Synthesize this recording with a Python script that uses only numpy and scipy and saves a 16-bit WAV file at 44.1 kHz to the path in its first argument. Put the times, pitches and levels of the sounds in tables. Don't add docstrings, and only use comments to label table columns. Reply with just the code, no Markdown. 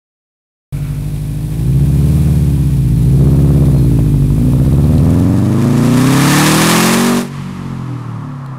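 import sys
import numpy as np
from scipy import signal
from scipy.io import wavfile
from scipy.ndimage import uniform_filter1d

SR = 44100
rng = np.random.default_rng(int(sys.argv[2]) if len(sys.argv) > 2 else 0)


def attenuation_scalar(level_db):
    decades = np.asarray(level_db, float) / 20
    return 10 ** decades


def master_out(mix):
    frames = np.transpose(np.atleast_2d(mix))
    ceiling = np.clip(frames, -1, 1)
    pcm = np.round(ceiling * 32767).astype(np.int16)
    wavfile.write(sys.argv[1], SR, pcm)


N = 378378
T = np.arange(N) / SR
CYLINDERS = 4
SKIP_S = 4.99
ROLL_S = (2.94, 3.35)
TURN_S = (4.03, 5.34)
SHUT_S = (7.2, 7.35)

# (time [s], blow strength [dB], gas flow [dB])
EFFORT = [(.73, -17.5, -42.5), (1.5, -17.5, -41.5), (1.75, -9, -40), (2.15, -8.5, -36), (2.8, -11, -40.5),
          (3.2, -6.5, -38.5), (3.6, -7, -38.5), (4.25, -9.5, -40.5), (5.1, -7, -36.5), (5.5, -10.5, -38),
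          (5.95, -7.5, -30.5), (6.33, -9, -19), (6.85, -10.5, -19), (7.18, -11.5, -27.5),
          (7.3, -22.5, -43.5), (7.42, -23.5, -44.5), (7.8, -20, -49.5), (8.58, -25, -57.5)]


def evened(x):
    return x / np.sqrt(np.mean(x ** 2) + 1e-20)


def mixed(a, b, share):
    return (1 - share) * a + share * b


def column(table, index):
    rows = np.asarray(table, float)
    return np.interp(T, rows[:, 0], rows[:, index])


def ramp(span):
    return np.interp(T, span, [0, 1])


def colour(x, hz, db, size=16384):
    f = abs(np.fft.fftfreq(size, 1 / SR))
    level_db = np.interp(np.log(f + 1), np.log(np.add(hz, 1)), db)
    log_gain = np.log(attenuation_scalar(np.maximum(level_db, -100)))
    response = np.exp(np.conj(signal.hilbert(log_gain)))
    taps = np.fft.ifft(response).real[:size // 2]
    return signal.oaconvolve(x, taps)[:N]


def noise(spectrum):
    return evened(colour(rng.standard_normal(N), *np.transpose(spectrum)))


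def drift(size):
    return evened(uniform_filter1d(rng.standard_normal(N), size=size))


def speed():
    # (time [s], engine cycles, four firings each [Hz])
    cycle = [(0.72, 12.506), (1.542, 13.386), (2.13, 18.964), (2.468, 17.993), (2.949, 13.491),
             (3.409, 17.644), (3.606, 17.015), (3.81, 14.757), (4.294, 11.669), (4.434, 15.188),
             (4.543, 14.783), (5.417, 24.068), (5.877, 29.713), (7.077, 48.063), (7.508, 46.445),
             (7.51, 47.777), (8.082, 38.8), (8.58, 32.196)]
    flywheel_s = .2
    return uniform_filter1d(column(cycle, index=1), size=round(flywheel_s * SR), mode="nearest")


def octaves():
    idle_hz = 13
    return np.log2(speed() / idle_hz)


def crank():
    start_turn, skip_turn = .447, .174
    return np.cumsum(speed()) / SR + start_turn + skip_turn * (T > SKIP_S)


def per_firing(turns, spread_db):
    luck = rng.standard_normal(1400)
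    return attenuation_scalar(spread_db * np.interp(turns * CYLINDERS, np.arange(len(luck)), luck))


def rumble():
    # (time [s], length [s], rise [dB])
    gust_events = [
        (.73, .05, 14),
        (3.62, .15, 14),
        (4.3, .12, 4),
        (4.78, 0.39, 19),
        (5.15, 0.22, 12),
        (6.15, .3, 9),
        (8.3, .3, 9),
    ]
    gusts = sum(db * np.exp(-((T - s) / length) ** 2) for s, length, db in gust_events)
    lumps_db = 2 * drift(5000)
    fade_db = -0.8 * T
    return attenuation_scalar(-49 + fade_db + lumps_db + gusts) * noise([(8, -12), (15, 20), (36, -10), (60, -39), (200, -74)])


def thud():
    hz, length_s, level_db = 36, .018, -20
    since = T - SKIP_S
    return attenuation_scalar(level_db) * np.exp(-(since / length_s) ** 2) * np.cos(2 * np.pi * hz * since)


def roar_db():
    driven = -51.5 + 14 * octaves() + 7.5 * ramp(ROLL_S)
    driven += 0.44 * (column(EFFORT, index=2) + 40)
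    recede_s, recede_db_per_s = 6.24, -12
    driven += recede_db_per_s * np.maximum(T - recede_s, 0)
    coast_db = -38
    return mixed(driven, coast_db, ramp((7.17, 7.27)))


def tyre_roar():
    # (frequency [Hz], level [dB per Hz])
    road = [(280, -35), (480, -9.5), (678, -14), (795, -9), (1090, -2.5), (1350, -6.5), (1530, -18.5),
            (1710, -13), (2500, -32), (3250, -43), (5500, -120)]
    return attenuation_scalar(roar_db() + np.interp(T, SHUT_S, [-4.0, 1.5])) * noise(road)


def grit():
    # (time [s], peak [dB])
    ticks = [
        (0.8344, -36),
        (4.7302, -27),
        (4.8434, -23),
        (4.953, -27),
        (4.982, -21),
        (5.033, -30),
        (8.4622, -33),
    ]
    # (frequency [Hz], level [dB])
    tick_colour = [(500, -9), (2500, -7), (4300, 3), (6000, -7), (12000, -2), (16000, -20)]
    hits = np.zeros(N)
    for s, db in ticks:
        hits[round(s * SR)] = attenuation_scalar(db)
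    tick = rng.standard_normal(300) * np.exp(-np.arange(300) / 55.0)
    return colour(signal.oaconvolve(hits, tick)[:N], *np.transpose(tick_colour))


def scuff():
    # (time [s], peak [dB])
    rub_events = [
        (.734, -46),
        (.762, -43),
        (.854, -41),
    ]
    # (frequency [Hz], level [dB per Hz])
    scuff_colour = [(900, -15), (1400, 1), (1800, -12), (2300, -1.5), (2800, -14), (4000, -30)]
    rise_s, decay_s = (.003, 0.0044, 0.053), (.02, 0.017, .14)
    rubs = sum(attenuation_scalar(db) * np.exp(np.minimum((T - s) / rise, (s - T) / decay))
               for (s, db), rise, decay in zip(rub_events, rise_s, decay_s))
    return rubs * noise(scuff_colour)


def whine_and_squeak():
    # (frequency [Hz], level [dB])
    whine = [(473.7, -49), (554.5, -53), (619.1, -52)]
    # (start [s], length [s], level [dB])
    squeaks = [
        (2.955, 0.045, -54),
        (3.0, .34, -57),
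        (3.35, .05, -53),
        (3.74, .12, -49),
        (3.88, .17, -70),
    ]
    flutter = attenuation_scalar(2.6 * drift(900))
    out = 0
    for hz, db in whine:
        out += attenuation_scalar(db) * np.sqrt(2) * np.sin(2 * np.pi * hz * T) * (1 - ramp((1.6, 2.0))) * flutter ** .5
    squeak_hz = 4195 + 17.7 * drift(2500)
    tone = np.sqrt(2) * np.sin(2 * np.pi * np.cumsum(squeak_hz) / SR)
    on = sum(attenuation_scalar(db) * ((T > s) & (T < s + length)) for s, length, db in squeaks)
    return out + uniform_filter1d(on, size=900) * flutter * tone


def gas(turns):
    # (frequency [Hz], level [dB per Hz])
    bay_hiss = [(410, -10), (700, 0.5), (1010, -3.5), (1300, -11.5), (1500, -7.5), (2190, -8.5),
                (2430, -4.5), (2920, -10.5), (3690, -8), (4050, -10), (4730, -11.5), (6570, -14),
                (10500, -7.5), (14600, -14.5), (16000, -16)]
    load_rasp = [(420, -30), (720, -4.5), (1190, -3.5), (1450, -8.5), (1760, -2), (2090, -8.5),
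                 (2310, -5.5), (3120, -11), (3690, -9), (4150, -11.5), (10300, -14), (15200, -24.5),
                 (16000, -36)]
    far_hiss = [(880, -32), (1500, -7), (1780, -4), (2100, -4), (3730, -10.5), (5830, -15.5),
                (11400, -21.5), (16000, -40)]
    tear = ramp((4.55, 5.99))
    shut = ramp(SHUT_S)
    place = (turns * CYLINDERS - .22) % 1
    strong = attenuation_scalar(-2.5 * (turns % 1 < .75))
    puff = strong * np.exp(-place / 0.48) * per_firing(turns, spread_db=4.5)
    bay = attenuation_scalar(2.5) * noise(bay_hiss) * evened(2.0 + puff)
    rasp = attenuation_scalar(6.0) * noise(load_rasp) * evened(0.73 + puff)
    far = attenuation_scalar(5.5) * noise(far_hiss)
    return attenuation_scalar(column(EFFORT, index=2)) * mixed(bay, mixed(rasp, far, shut), tear)


def crack_gain(firing):
    # (start [s], end [s], leading cylinder [dB], its follower [dB], the other two [dB])
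    spells = [
        (1.798, 2.4, -37.5, -52, -52),
        (3.17, 3.806, -28.5, -30, -37.5),
        (3.847, 4.47, -32, -41, -47),
        (4.5, 4.847, -26, -30, -38),
        (4.852, 5.801, -30, -27.5, -33),
        (5.808, 7.19, -22.5, -39, -52),
    ]
    leaders = [2, 1, 3, 0, 1, 3]
    quiet_db, edge_s = -52, 0.085
    gain = attenuation_scalar(quiet_db) * np.ones(N)
    for (start, end, lead_db, next_db, rest_db), leader in zip(spells, leaders):
        on = np.clip(np.minimum(T - start, end - T) / edge_s + .5, 0, 1)
        by_rank = attenuation_scalar([lead_db, next_db, rest_db, rest_db])
        gain += on * by_rank[(firing - leader) % CYLINDERS]
    return gain


def cracks(turns):
    # (frequency [Hz], level [dB])
    crack_colour = [(200, -38.5), (400, 2.5), (600, 6.5), (800, -2), (1150, -7), (1500, -15.5),
                    (2200, -27.5), (9000, -46)]
    tear_s, tear_share = .003, .25
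    firing = np.floor(turns * CYLINDERS - .1).astype(int)
    front = np.diff(firing, prepend=firing[0]) > 0
    even_power = np.sqrt(SR / CYLINDERS / speed())
    train = front * even_power * crack_gain(firing) * per_firing(turns, spread_db=1.3)
    fade = np.exp(-T[:1000] / tear_s)
    burst = signal.oaconvolve(train, fade / np.linalg.norm(fade))[:N] * rng.standard_normal(N)
    click = 1. * (np.arange(4096) == 0)
    snap = colour(click, *np.transpose(crack_colour))[:4096]
    return -signal.oaconvolve(mixed(train, 1.83 * burst, tear_share), snap / np.linalg.norm(snap))[:N]


def boom_db():
    side = 5.5 - 22.5 * np.minimum(octaves(), .6)
    behind = 2.5
    pulling = mixed(side, behind, ramp((4.45, 4.75))) - 5 * ramp((6.6, 6.8))
    overrun = 9 - 15 * ramp((7.8, 7.9))
    return mixed(pulling, overrun, ramp((7.3, 7.4)))


def bite_db():
    side = 6 - 10 * octaves() + 5 * ramp(ROLL_S)
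    behind, shut = -3.3, -5.5
    return mixed(mixed(side, behind, ramp((3.98, 4.99))), shut, ramp((7.3, 7.4)))


def timing(k, hz, headers, lead):
    blows = sum(attenuation_scalar(db) * np.exp(-2j * np.pi * (k * j / len(headers) + hz * ms / 1000))
                for j, (db, ms) in enumerate(headers))
    steepness, corner_hz, offset_rad = lead
    return np.angle(blows) + steepness * np.arctan(corner_hz / hz) + offset_rad


def exhaust(turns):
    # (multiple of the cycle [1], free revving [dB], under load [dB], throttle shut [dB])
    orders = np.asarray([(1.0, -16, -20, -18), (2.0, -21, -22.5, -11.5), (3.0, -31, -17, -3.5),
                         (4.0, 11.5, -3.5, -0.6), (5.0, -1.5, -1.5, -1), (6.0, -39, -14.5, -8),
                         (7.0, -7, -5.5, -4), (8.0, -5.5, 2, -7.5), (9.0, -0.5, 0, -5.5),
                         (10.0, -21, -13.5, -5.5), (11.0, 0.5, -4.5, -14), (12.0, 2.2, -2.5, -13),
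                         (13.0, -6, 2.5, -18), (14.0, -11, -11, -21), (15.0, -4, -7.5, -6),
                         (16.0, -0.6, -11, -22), (17.0, -2, 0.5, -11), (18.0, -16, -11, -7),
                         (19.0, -4, -12, -8), (20.0, -2.5, -10, -8), (21.0, -4, -2.5, -15),
                         (22.0, -24, -18, -4), (23.0, -1, -22, -4), (24.0, -19, -9, -5)])
    # (frequency [Hz], from the side [dB], from behind [dB])
    pipe_response = [(12.0, -28, -18), (34.96, -25, -13), (56, -18.5, -6.5), (82.7, -9, -5),
                     (108.3, -6.5, -3), (136.5, 2.5, 1), (165.3, -7, -5), (205.7, -22, -7),
                     (243.3, -21, 0.7), (280, -20, -4.5), (349, -26, -11), (467, -32.5, -19),
                     (670, -41.5, -24.5), (1220, -6, -21)]
    # (blow [dB], delay [ms])
    headers_side = [(0, 0), (-.82, -1), (1.39, -.94), (2.64, -.35)]
    headers_behind = [(0, 0), (-.21, -.27), (-.56, .88), (1.18, .6)]
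    # (steepness [1], corner [Hz], offset [rad])
    lead_side = (5.21, 34, -1.12)
    lead_behind = (1.49, 63, .74)
    step = 8
    away, shut = ramp(TURN_S)[::step], ramp(SHUT_S)[::step]
    cycle_hz, low_db, high_db = speed()[::step], boom_db()[::step], bite_db()[::step]
    after = round(SKIP_S * SR / step)
    repeats = [orders[-8:] + [8 * j, -4 * j, -3 * j, -4 * j] for j in (1, 2)]
    pulses = 0
    for k, free_db, load_db, shut_db in np.vstack([orders] + repeats):
        k = round(k)
        hz = k * cycle_hz
        size = (1 - shut) * attenuation_scalar(mixed(free_db, load_db, away)) + shut * attenuation_scalar(shut_db) * (-1j) ** k
        boom = low_db * np.clip((115 - hz) / 30, 0, 1)
        bite = high_db * np.clip((hz - 180) / 40, 0, 1)
        size *= attenuation_scalar(boom + bite)
        swell_s, near_db, far_db = .12, 1.5, 4.5
        swell = np.interp(T[::step] / swell_s, np.arange(80), rng.standard_normal(80))
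        size *= attenuation_scalar(mixed(near_db, far_db, shut) * swell * np.clip(k / 8 - .5 + shut, 0, 2 - shut))
        phase = np.append(timing(k, hz[:after], headers_side, lead_side),
                          timing(k, hz[after:], headers_behind, lead_behind))
        pulses = pulses + (size * np.exp(1j * (2 * np.pi * k * turns[::step] + phase))).real
    pulses = signal.resample_poly(pulses, step, 1)[:N]
    pulses *= per_firing(turns, spread_db=.6) ** (1 + 3 * ramp(SHUT_S))
    hz, side_db, behind_db = np.transpose(pipe_response)
    hz = np.append(hz, 3000)
    side = colour(pulses, hz, np.append(side_db, -62))
    behind = colour(pulses, hz, np.append(behind_db, -65))
    pipe = mixed(side, behind, ramp(TURN_S))
    slow = uniform_filter1d(uniform_filter1d(pipe ** 2, size=9000), size=9000)
    return attenuation_scalar(column(EFFORT, index=1)) * pipe / np.sqrt(slow)


def scene():
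    start_s = .7245
    turns = crank()
    street = rumble() + thud() + tyre_roar() + grit()
    small = scuff() + whine_and_squeak()
    car = gas(turns) + cracks(turns) + exhaust(turns)
    return ((street + small + car) * (T > start_s))[None]


def roll_off(x):
    return signal.sosfilt(signal.butter(12, 16550, fs=SR, output="sos"), x)


def record(dry):
    top, knee = .72, 7.0
    flat = dry / (1 + abs(dry / top) ** knee) ** (1 / knee)
    edge = signal.firwin(601, 15720, window=("kaiser", 9), fs=SR)
    mix = signal.oaconvolve(flat, edge[None], "same")
    return roll_off(mix)


dry = scene()
out = record(dry)
master_out(out)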